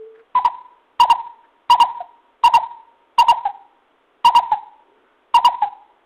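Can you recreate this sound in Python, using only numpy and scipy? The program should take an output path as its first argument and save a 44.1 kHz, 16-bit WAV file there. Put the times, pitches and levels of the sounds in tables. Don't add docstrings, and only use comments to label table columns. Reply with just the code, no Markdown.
import sys
import numpy as np
from scipy import signal
from scipy.fft import rfft, irfft
from scipy.io import wavfile
from scipy.ndimage import uniform_filter1d

SR = 44100
rng = np.random.default_rng(int(sys.argv[2]) if len(sys.argv) > 2 else 0)


def wav_out(sig):
    wavfile.write(sys.argv[1], SR, np.round(np.clip(np.atleast_2d(sig).T, -1, 1) * 32767).astype(np.int16))


N = 266937
T = np.arange(N) / SR
BINS_HZ = np.fft.rfftfreq(N, 1 / SR)
JITTER = 0.0024


def undb(db):
    return 10 ** (np.asarray(db) / 20)


def noise(colour):
    hz, db = np.transpose(colour)
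    curve_db = np.interp(np.log(np.maximum(BINS_HZ, 1)), np.log(hz), db)
    y = irfft(rfft(rng.standard_normal(N)) * undb(curve_db), N)
    return y / np.std(y)


def band(hz, width_hz):
    resonance = 1 + (2 * (BINS_HZ - hz) / width_hz) ** 2
    y = irfft(rfft(rng.standard_normal(N)) / resonance, N)
    return y / np.std(y)


def walk(rate_hz):
    hold = max(int(SR / rate_hz), 1)
    steps = np.repeat(rng.standard_normal(N // hold + 1), hold)
    y = uniform_filter1d(uniform_filter1d(steps, hold), hold)[:N]
    return y / np.std(y)


def loudness(x, span_s):
    return np.sqrt(np.maximum(uniform_filter1d(x ** 2, int(span_s * SR)), 0))


def air(level_db=-60):
    # frequency in Hz, relative level in dB.
    colour = [(20, -9), (100, -18.5), (190, -18), (260, -3.5), (400, 0), (650, -2.5), (1200, -3.5),
              (1700, -9.5), (2500, -13.5), (3400, -14.5), (4400, -36), (11000, -40.5), (16000, -51)]
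    return undb(level_db) * noise(colour)


def low_hoots(jitter=0.0058, flutter_db=3.5, fade_db_per_s=149.5):
    # start in seconds, length in seconds, pitch in Hz, level in dB before the fade.
    notes = [(-0.005, 0.2, 442.5, -23), (0.176, .07, 454, -43.5)]
    out, waver = np.zeros(N), 1 + jitter * walk(61)
    for start, length, hz, db in notes:
        t = np.clip(T - start, 0, length)
        level = arch(t / length, roundness=0.49) * undb(db - fade_db_per_s * t)
        out += level * np.sin(2 * np.pi * np.cumsum(hz * waver) / SR)
    return out * undb(flutter_db * walk(60))


def arch(along, roundness=0.7):
    return np.abs(np.sin(np.pi * np.clip(along, 0, 1))) ** roundness


def rustles():
    # peak time in seconds, length in seconds, band centre in Hz, width in Hz, level in dB.
    swells = [(0.159, 0.02, 1670, 900, -54), (0.197, 0.034, 1500, 910, -54), (1.45, 0.034, 1520, 700, -58),
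              (4.965, 0.28, 406, 118.4, -60.5), (5.074, .22, 1450, 490, -64)]
    out = np.zeros(N)
    for peak, length, hz, width, db in swells:
        swell = np.exp(-(2 * (T - peak) / length) ** 2)
        out += undb(db) * swell * band(hz, width)
    return out


def envelope(t, length, attack_s=0.0041, release_s=0.01):
    attack = np.sin(np.pi / 2 * np.clip(t / attack_s, 0, 1)) ** 2
    return attack * np.clip((length - t) / release_s, 0, 1)


def syrinx(pitch, level, octave_db):
    phase = 2 * np.pi * np.cumsum(pitch) / SR
    return level * (np.sin(phase) + undb(octave_db) * np.sin(2 * phase))


def loud_hoots():
    # start in seconds, seconds until the voice drops, pitch in Hz,
    # level in dB before the swell, push of breath from 0 to 1, length of the push in seconds.
    notes = [(0.3502, 0.042, 1002, -8.5, .05, 0.039), (0.4465, .035, 1015, -12.5, 1, .018),
             (0.997, 0.049, 1011, -6.5, 1, .029), (1.098, 0.032, 987.3, -6, 0.82, .026),
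             (1.697, 0.054, 1011, -5, .85, 0.033), (1.799, 0.039, 990.4, -5.5, 0.82, .030),
             (2.435, .049, 1001, -6, 1, 0.03), (2.536, .041, 980.5, -5, .78, .029),
             (3.181, 0.047, 1004, -6.5, 0.97, 0.032), (3.282, 0.04, 980.6, -4.5, .75, 0.026),
             (4.2455, .052, 1008, -6.5, 0.99, .035), (4.348, 0.046, 996, -7.5, .82, 0.03),
             (5.341, 0.048, 1007, -7, 1, 0.032), (5.4445, .041, 1016, -6.5, 0.9, 0.023)]
    push_db, push_sag, shimmer_db = 8.5, 0.085, 1.5
    hook_share, hook_s = 0.13, 0.0038
    droop_oct_per_s = 5.5
    drop_share, drop_db, drop_s, drop_flutter_db = 0.23, -14, 0.0024, 2
    tail_s = 0.016
    out, waver, flutter = np.zeros(N), 1 + JITTER * walk(350), walk(300)
    for start, hold, hz, db, push, push_s in notes:
        i = np.flatnonzero((T >= start) & (T < start + hold + tail_s))
        t = T[i] - start
        spent = 1 / (1 + np.exp((hold - t) / drop_s))
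        hook = 1 + hook_share * push * np.exp(-t / hook_s)
        bend = 1 - push_sag * push * arch(t / push_s)
        droop = 2 ** (-droop_oct_per_s * np.maximum(t - push_s, 0))
        pitch = hz * hook * bend * droop * (1 - drop_share * spent) * waver[i]
        swell_db = push_db * push * arch((t / push_s) ** 1.44)
        rough_db = (shimmer_db * push + drop_flutter_db * spent) * flutter[i]
        level = undb(db + swell_db + drop_db * spent + rough_db) * envelope(t, hold + tail_s)
        out[i] += syrinx(pitch, level, octave_db=-30.5)
    return out


def yard(voice):
    # delay in seconds, level in dB.
    echoes = [(.0093, -30.5), (.034, -18.5)]
    # frequency in Hz, relative level in dB.
    colour = [(300, -6.5), (650, -4), (820, 2), (950, 3), (1020, 4), (1150, -11), (1400, -13.5),
              (2000, 1.5), (4000, -10.5)]
    ring_db, ring_t60_s, build_s = -14, 0.61, 0.012
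    mode_db, mode_t60_s, mode_hz = -20.5, 1.6, 933
    ring = noise(colour) * (1 - np.exp(-T / build_s)) * undb(-60 * T / ring_t60_s)
    bird_range = (BINS_HZ > 700) & (BINS_HZ < 1050)
    ring_power = np.mean(np.abs(rfft(ring)[bird_range]) ** 2)
    response = undb(ring_db) * ring / np.sqrt(ring_power)
    mode_fade = undb(-60 * T / mode_t60_s)
    response += undb(mode_db) * 2 * mode_fade / mode_fade.sum() * np.sin(2 * np.pi * mode_hz * T)
    for delay, db in echoes:
        response[int(delay * SR)] += undb(db)
    return voice + signal.fftconvolve(voice, response)[:N]


def rasp(bird, relative_db=-23):
    # frequency in Hz, relative level in dB.
    colour = [(20, 5.5), (100, 1.5), (300, -0.5), (1000, 6), (1300, 4), (1800, 3.5), (3000, 1), (3900, -1),
              (4250, -15.5), (4600, -40), (16000, -57)]
    return undb(relative_db) * loudness(bird, span_s=0.012) * noise(colour)


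def soft_notes(fall_oct_per_s=6, fade_db_per_s=289):
    # start in seconds, length in seconds, opening pitch in Hz, level in dB before the fade.
    notes = [(2.003, .024, 747.7, -18.5), (3.452, 0.033, 854.5, -9), (4.516, .036, 903, -5.5),
             (5.62, 0.037, 883.3, -6.5)]
    out, waver = np.zeros(N), 1 + JITTER * walk(350)
    for start, length, hz, db in notes:
        i = np.flatnonzero((T >= start) & (T < start + length))
        t = T[i] - start
        pitch = hz * 2 ** (-fall_oct_per_s * t) * waver[i]
        level = undb(db - fade_db_per_s * t) * envelope(t, length)
        out[i] += syrinx(pitch, level, octave_db=-27)
    return out


def scene():
    bird = yard(loud_hoots() + soft_notes())
    return (bird + rasp(bird) + low_hoots() + rustles() + air())[None]


def record(dry):
    ceiling, top_hz = 0.48, 15700
    fizz_gain_db, spurt_db, fizz_fade_s = -43.5, 3.5, 0.0054
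    # frequency in Hz, relative level in dB.
    colour = [(1000, 7.0), (5000, -1.5), (10000, -6.0), (15000, -12.5)]
    clipped = np.clip(dry, -ceiling, ceiling)
    overload = np.sqrt(loudness(dry[0] - clipped[0], span_s=0.003))
    decay = np.exp(-1 / (fizz_fade_s * SR))
    spurts = signal.lfilter([1 - decay], [1, -decay], overload) * undb(spurt_db * walk(550))
    fizz = undb(fizz_gain_db) * spurts * noise(colour)
    high_cut = signal.ellip(8, 0.2, 70, top_hz, fs=SR, output="sos")
    return signal.sosfilt(high_cut, clipped + fizz)


dry = scene()
out = record(dry)
wav_out(out)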